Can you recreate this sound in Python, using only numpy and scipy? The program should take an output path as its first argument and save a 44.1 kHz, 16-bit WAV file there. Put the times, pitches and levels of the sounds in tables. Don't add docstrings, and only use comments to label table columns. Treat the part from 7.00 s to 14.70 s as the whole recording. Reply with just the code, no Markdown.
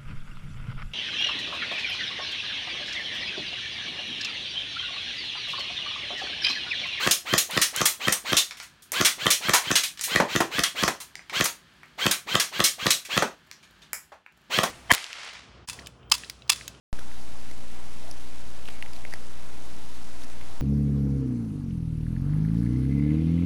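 import sys
import numpy as np
from scipy import signal
from scipy.fft import rfft, irfft
from scipy.io import wavfile
from scipy.ndimage import uniform_filter1d

SR = 44100
rng = np.random.default_rng(int(sys.argv[2]) if len(sys.argv) > 2 else 0)


def master_out(mix):
    frames = np.transpose(np.atleast_2d(mix))
    ceiling = np.clip(frames, -1, 1)
    pcm = np.round(ceiling * 32767).astype(np.int16)
    wavfile.write(sys.argv[1], SR, pcm)


N = 339570
SIZE = 16384
AGE = np.arange(SIZE) / SR
FREQS = np.maximum(np.fft.rfftfreq(SIZE, 1 / SR), 1)

# [piston slam t/s, top motor speed f/Hz, relative gearbox level/dB]
SHOT_TIMES = [(0.0739, 573, 2.5), (0.3378, 545, -3), (0.576, 538, -2.0), (0.8161, 565, -1.5),
              (1.0823, 555, -2), (1.3305, 560, -0.5), (2.0119, 579, 2.5), (2.2667, 596, -2.5),
              (2.4945, 567, -1.6), (2.7144, 565, -3), (3.16, 555, 0.5), (3.3615, 554, -2.5),
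              (3.593, 591, -1), (3.836, 598, 0.5), (4.41, 582, 2.5), (5.0659, 581, 1.5), (5.3537, 553, -1),
              (5.6037, 575, -3.5), (5.8677, 574, -3.5), (6.1766, 597, -0.5), (7.5874, 582, 3.5)]
MECHANISM_NOISES = [(-.043, -40, 166.2, 105.9, 0.076), (-.0135, -39, 11500, 6740, 0.15),
                    (-.0094, -21, 1444, 1237, 0.045), (-.003, -24, 268.5, 303.5, 0.0077),
                    (-.0013, -9.5, 4130, 3500, 0.0032), (.0003, -16, 2720, 3700, 0.012)]
# [t/s from the slam, relative level/dB]
PISTON_BLOWS = [(.0003, -3), (.00088, 3.5), (.0025, 2)]
# [f/Hz, level/dB, t60/s]
SHELL_MODES = [(640, -44.5, 0.0012), (1160, -33.5, 0.0061), (1143, -18.5, 0.01), (1385, -36, 0.027),
               (2028, -15.5, 0.0056), (2620, -18.5, 0.0065), (3220, -21.5, 0.0062), (4070, -38.5, 0.0018),
               (6070, -18, 0.002)]
# [t/s from the slam, relative level/dB]
SPRING_KICKS = [(-.009, -1), (.003, 1)]
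# [f/Hz, level/dB, t60/s]
STOCK_MODES = [(70, -30, 0.059), (146, -37, 0.09), (207.2, -24, 0.043), (289.4, -25.5, 0.041),
               (330, -30.5, 0.16), (564, -37, 0.052), (701, -42.5, 0.17)]


def rifle(wind_s=0.095, run_s=0.0809, gear_db=-1, action_db=0, slam_db=1, kick_db=0):
    out = np.zeros(N)
    for s, top_hz, level_db in SHOT_TIMES:
        add(out, s - wind_s, from_db(gear_db + level_db) * gearbox(top_hz, run_s))
        for lag, db, hz, width, t60 in MECHANISM_NOISES:
            burst = noise(resonance(hz, width) ** 2)
            add(out, s + lag, from_db(action_db + db) * burst / burst.std() * fade(t60))
        shell = high_pass(struck(SHELL_MODES, scatter_db=4.76), hz=149)
        stock = high_pass(struck(STOCK_MODES, scatter_db=3.0), hz=87)
        for lag, db in PISTON_BLOWS:
            add(out, s + lag, from_db(slam_db + db) * shell)
        for (lag, db), direction in zip(SPRING_KICKS, (1, -1)):
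            add(out, s + lag, direction * from_db(kick_db + db) * stock)
    return out


# [multiple of the motor speed, rms level/dB before housing and load]
WHINE_ORDERS = [(1, -53), (2, -46), (3, -34), (4, -41.5), (5, -38), (6, -31.5), (8, -40), (10, -42),
                (12, -52)]
# [f/Hz, relative density/dB]
TOOTH_RASP = [(120, -42), (500, -26), (950, -31), (1170, -24), (1450, -32), (2100, -22), (3000, -22),
              (4300, -24), (5000, -32.5), (7000, -32.5), (10500, -46), (15000, -40.5)]
# [f/Hz, width f/Hz, gain/dB]
HOUSING_PEAKS = [(1080, 220, -1.5), (1370, 100, -4.5), (2000, 340, 3.5), (2850, 490, -3), (3163, 53, 11.5),
                 (4155, 300, 7.5), (5540, 5600, -8.5)]


def gearbox(top_hz, run_s, spin_up_s=0.023, load_s=0.028, brake_s=0.0055, tooth_depth=0.17):
    speed = top_hz * (1 - np.exp(-AGE / spin_up_s))
    speed = speed * (1 + .006 * flutter(hz=80))
    angle = 2 * np.pi * np.cumsum(speed) / SR
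    running = np.exp(-np.maximum(AGE - run_s, 0) / brake_s)
    load = 1 - np.exp(-(AGE / load_s) ** 2)
    housing = peaks(HOUSING_PEAKS)
    whine = 0
    for k, db in WHINE_ORDERS:
        stutter = from_db(2.5 * flutter(hz=70) + 1.5 * rng.standard_normal())
        phase = rng.uniform(0, 2 * np.pi) + .15 * flutter(hz=150)
        tone = np.sin(round(k) * angle + phase)
        housing_gain = np.interp(k * speed, FREQS, housing)
        whine = whine + from_db(db) * housing_gain * load ** (k / 5) * stutter * tone
    rasp = noise(colour(TOOTH_RASP)) * (1 + tooth_depth * np.sin(angle)) * load
    return (np.sqrt(2) * whine + high_pass(rasp, hz=250)) * running


# [t/s, grip knock level/dB, metal tick level/dB, tick f/Hz, rattle level/dB]
TRIGGER_CLICKS = [(0.5101, -26, -25, 9500, -20), (0.7626, -31, -14, 7530, -22),
                  (1.5097, -22, -24.5, 3520, -8.5), (1.6003, -29.5, -32.5, 4170, -2.5),
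                  (1.9195, -26, -18.5, 8400, -6.5), (2.974, -42, -36, 4000, 1),
                  (2.994, -23.5, -23, 3760, -14), (3.0112, -31.5, -20.5, 6460, -3),
                  (4.1545, -23.5, -23, 3750, -33), (4.193, -25, -53, 3500, -21),
                  (4.2967, -25.5, -26.5, 3100, -5.5), (4.832, -29, -48, 6000, -14),
                  (6.5138, -27.5, -29, 3500, -22), (6.932, -15.5, -17.5, 9100, -15),
                  (7.263, -26.5, -58, 2500, -24)]
# [f/Hz, relative density/dB]
GRIP_COLOUR = [(200, -21.5), (500, -13.5), (950, -2), (1600, 1), (2300, 7), (3300, -17), (6000, -32),
               (15000, -50)]


def trigger(level_db=4, t60=0.0074, rattle_t60=0.14, tick_width=1.0, knock_rise_s=0.00046):
    out = np.zeros(N)
    for s, knock_db, tick_db, tick_hz, rattle_db in TRIGGER_CLICKS:
        knock = from_db(knock_db) * noise(colour(GRIP_COLOUR)) * (1 - np.exp(-AGE / knock_rise_s))
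        tick = from_db(tick_db) * noise(resonance(tick_hz, tick_width * tick_hz) ** 2)
        decay = from_db(level_db) * fade(t60) + from_db(rattle_db) * fade(rattle_t60)
        add(out, s, (knock + tick) * decay)
    return out


def handling(per_s=26, level_db=-52, spread_db=5):
    strength_db = level_db + np.minimum(spread_db * rng.standard_normal(N), 10)
    ticks = (rng.random(N) < per_s / SR) * from_db(strength_db)
    tick = noise(colour([(500, 2.0), (1700, -1), (5000, -12.5), (15000, -13.5)])) * fade(t60=0.018)
    return signal.fftconvolve(ticks, tick)[:N]


# [t/s, relative level/dB, lowest mode f/Hz,
# brightness/dB per octave, relative crack over ring-out/dB, strongest ring f/Hz]
TARGET_HITS = [(0.1104, -20, 2600, -1.5, 9.5, 5260), (0.3789, -21, 2350, -1, 8.5, 6800),
               (0.615, -18.5, 2000, -2, 4.5, 5600), (0.855, -20, 1090, .3, 8, 3400),
               (1.1231, -26, 1040, -0.5, 10, 8400), (1.367, -15.5, 3130, -4, 1.5, 3600),
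               (2.0484, -16, 1800, -3, 1.5, 3440), (2.3032, -17, 2340, -2, 2.5, 5730),
               (2.5343, -15, 980, -3, 2.5, 961), (2.7544, -17, 2440, -5, 4, 6380),
               (3.6351, -23.5, 2000, -4.5, 10, 3300), (4.441, -31.5, 1300, 2.5, 8, 6400),
               (4.4551, -29, 1010, -3, 11.5, 4500), (5.1112, -23.5, 1410, -2, 11, 2270),
               (5.3977, -22, 1960, -3.5, 8, 5500), (5.6393, -17.5, 2320, -1.5, 3.5, 5340),
               (5.905, -19, 2620, -3, 9.5, 3830)]
# [t/s, relative level/dB, brightness/dB per octave, strongest ring f/Hz]
BACKDROP_THUDS = [(3.2003, -15, -2, 920), (3.4039, -17, 0.6, 1015), (3.878, -19, 1.8, 1024),
                  (6.2224, -18.5, 0, 1500), (7.6329, -18.5, 2, 1120)]
# [f/Hz, gain/dB]
BACKDROP_COLOUR = [(350, 3.5), (950, 1), (2000, -5), (3700, -15), (6200, -19.5), (11000, -26)]
# [t/s, relative level/dB, lowest mode f/Hz, brightness/dB per octave]
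PELLET_BOUNCES = [(1.5703, -49, 2110, -4), (1.626, -47, 1980, -3), (1.8212, -57.5, 3380, 2.5),
                  (2.834, -27.5, 2500, -3), (3.0369, -31, 1985, 1), (4.0022, -41, 980, -0.5),
                  (6.049, -42, 2410, -4.5), (6.6278, -56, 2346, -8), (6.819, -53, 3600, -11),
                  (7.119, -58.5, 1030, -11)]


def pellets(hit_db=2.0, miss_db=4.0, ricochet_db=4.0):
    out = np.zeros(N)
    for s, db, mode_hz, brightness_db, crack_db, ring_hz in TARGET_HITS:
        body = small_body(mode_hz, brightness_db)
        add(out, s, from_db(hit_db + db) * impact(body, crack_db, ring_hz))
    backdrop = colour(BACKDROP_COLOUR) * low_cut(hz=213)
    for s, db, brightness_db, ring_hz in BACKDROP_THUDS:
        body = backdrop * slope(brightness_db, pivot_hz=1200)
        add(out, s, from_db(miss_db + db) * impact(body, crack_db=12, ring_hz=ring_hz))
    for s, db, mode_hz, brightness_db in PELLET_BOUNCES:
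        body = small_body(mode_hz, brightness_db)
        add(out, s, from_db(ricochet_db + db) * impact(body, crack_db=4.5, ring_hz=mode_hz))
    return out


# [f/Hz, width f/Hz, gain/dB]
TARGET_RINGS = [(3350, 190, 3.5), (4087, 72, 6), (5570, 310, 2.5), (5880, 69, 3.5), (6600, 360, 5),
                (9630, 1500, 6.5), (10260, 350, -7.5)]


def impact(struck_thing, crack_db, ring_hz, t60=.22, ring_db=7, ring_share=0.031,
           snap_db=13, snap_bright_db=3.0, build_s=0.00078, crack_s=.008, crack_offset_db=-6,
           grain_db=4, grain_s=0.0023, ripple_db=2):
    target = peaks(TARGET_RINGS) * colour([(11000, 2.0), (15500, -3.5)])
    direct = from_db(snap_db) * struck_thing * slope(snap_bright_db, pivot_hz=5000)
    snap = np.roll(irfft(direct), 12)
    ripple = uniform_filter1d(rng.standard_normal(len(FREQS)), size=30)
    ring = ring_db * resonance(ring_hz, ring_share * ring_hz)
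    spot = from_db(ring + ripple_db * ripple / ripple.std())
    spread = np.log(from_db(grain_db)) * np.exp(-AGE / grain_s)
    grain = np.exp(spread * np.repeat(rng.standard_normal(SIZE // 16), 16) - spread ** 2)
    echoes = noise(struck_thing * target * spot) * grain * (1 - np.exp(-AGE / build_s))
    crack = from_db((crack_db + crack_offset_db) * np.exp(-(AGE / crack_s) ** 2))
    return (snap + echoes) * crack * fade(t60)


def small_body(mode_hz, brightness_db, damping=0.91):
    radiated = resonance(mode_hz, damping * mode_hz) * FREQS / (damping * mode_hz)
    return radiated * slope(brightness_db, pivot_hz=4030)


# [f/Hz, relative gain/dB]
ROOM_COLOUR = [(60, -21.5), (250, -11), (700, -4.5), (1200, -4.5), (3000, -7.5), (6000, -0.5),
               (15000, -8.5)]


def room(x, first_s=0.0074, t60=0.25, early_db=-31, early_t60=0.02, shift_hz=1470):
    shape = (fade(t60) + from_db(early_db) * fade(early_t60)) * (AGE > first_s)
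    shape = shape / np.sqrt(np.sum(shape ** 2))
    walls = colour(ROOM_COLOUR)
    shift = np.clip(FREQS / shift_hz, 0, .9)
    steady = irfft(rfft(noise(walls)) * np.sqrt(1 - shift))
    out, step = np.zeros(N), SR // 4
    for at in range(0, N, step):
        answer = (steady + noise(walls * np.sqrt(shift))) * shape
        add(out, at / SR, signal.fftconvolve(x[at:at + step], answer))
    return out


# [f/Hz, relative density/dB]
AIR_COLOUR = [(15, -59), (25, -22), (40, -12), (52, 2), (120, -9), (153, -1.5), (344, -12), (373, -6),
              (405, -16.5), (775, -16), (1560, -10), (1740, -7), (1890, -14), (2700, -14.5), (3150, -12),
              (3700, -17), (4450, -16.5), (5100, -22), (16000, -40)]
# [t/s, relative level/dB]
AIR_LEVEL = [(0, 0), (1.8, -1.5), (4.25, 0), (4.8, 0), (6.4, -2), (6.85, -0.5), (7.247, -10.5),
             (7.479, -2.5)]


def background(level_db=-57, hiss_hz=4000, hiss_follow=0.57):
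    freqs = np.maximum(np.fft.rfftfreq(N, 1 / SR), 1)
    gain = colour(AIR_COLOUR, freqs)
    bright = 1 / (1 + (hiss_hz / freqs) ** 4)
    swell_db = np.interp(np.arange(N) / SR, *np.transpose(AIR_LEVEL))
    low = noise(gain * np.sqrt(1 - bright))
    hiss = noise(gain * np.sqrt(bright)) * from_db(hiss_follow * swell_db)
    air = low + hiss
    return from_db(level_db + swell_db) * air / air.std()


def from_db(db):
    return 10 ** (np.asarray(db) / 20)


def fade(t60):
    return np.exp(-np.log(1000) * AGE / t60)


def add(track, s, sound):
    at = int(round(s * SR))
    sound = sound[max(-at, 0):max(len(track) - at, 0)]
    start = max(at, 0)
    track[start:start + len(sound)] += sound


def colour(points, freqs=FREQS):
    hz, db = np.transpose(points)
    return from_db(np.interp(np.log(freqs), np.log(hz), db))


def noise(gain):
    return irfft(rfft(rng.standard_normal(2 * len(gain) - 2)) * gain)


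def resonance(hz, width):
    return 1 / np.sqrt(1 + ((FREQS ** 2 - hz ** 2) / (FREQS * width)) ** 2)


def peaks(resonances):
    return from_db(sum(db * resonance(hz, width) for hz, width, db in resonances))


def slope(db_per_octave, pivot_hz):
    return from_db(db_per_octave * np.log2(np.maximum(FREQS, 500) / pivot_hz))


def low_cut(hz):
    return 1 / np.sqrt(1 + (hz / FREQS) ** 4)


def high_pass(x, hz):
    return signal.sosfilt(signal.butter(2, hz, "high", fs=SR, output="sos"), x)


def flutter(hz):
    wander = noise(low_cut(hz) / FREQS ** 2 * (FREQS > 10))
    return wander / wander.std()


def struck(modes, scatter_db):
    out = 0
    for hz, db, t60 in modes:
        strength = from_db(db + scatter_db * rng.standard_normal())
        pitch = hz * (1 + rng.standard_normal() / 100)
        out = out + strength * np.sin(2 * np.pi * pitch * AGE) * fade(t60)
    return out


def scene():
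    near = rifle() + trigger() + handling()
    return (near + room(near) + pellets() + background())[None]


def record(dry, ceiling=.52, cutoff_hz=15900):
    dry = high_pass(high_pass(dry, hz=45), hz=39.7)
    rounded = dry / (1 + (dry / ceiling) ** 4) ** (1 / 4)
    return signal.sosfilt(signal.ellip(10, .2, 70, cutoff_hz, fs=SR, output="sos"), rounded)


dry = scene()
out = record(dry)
master_out(out)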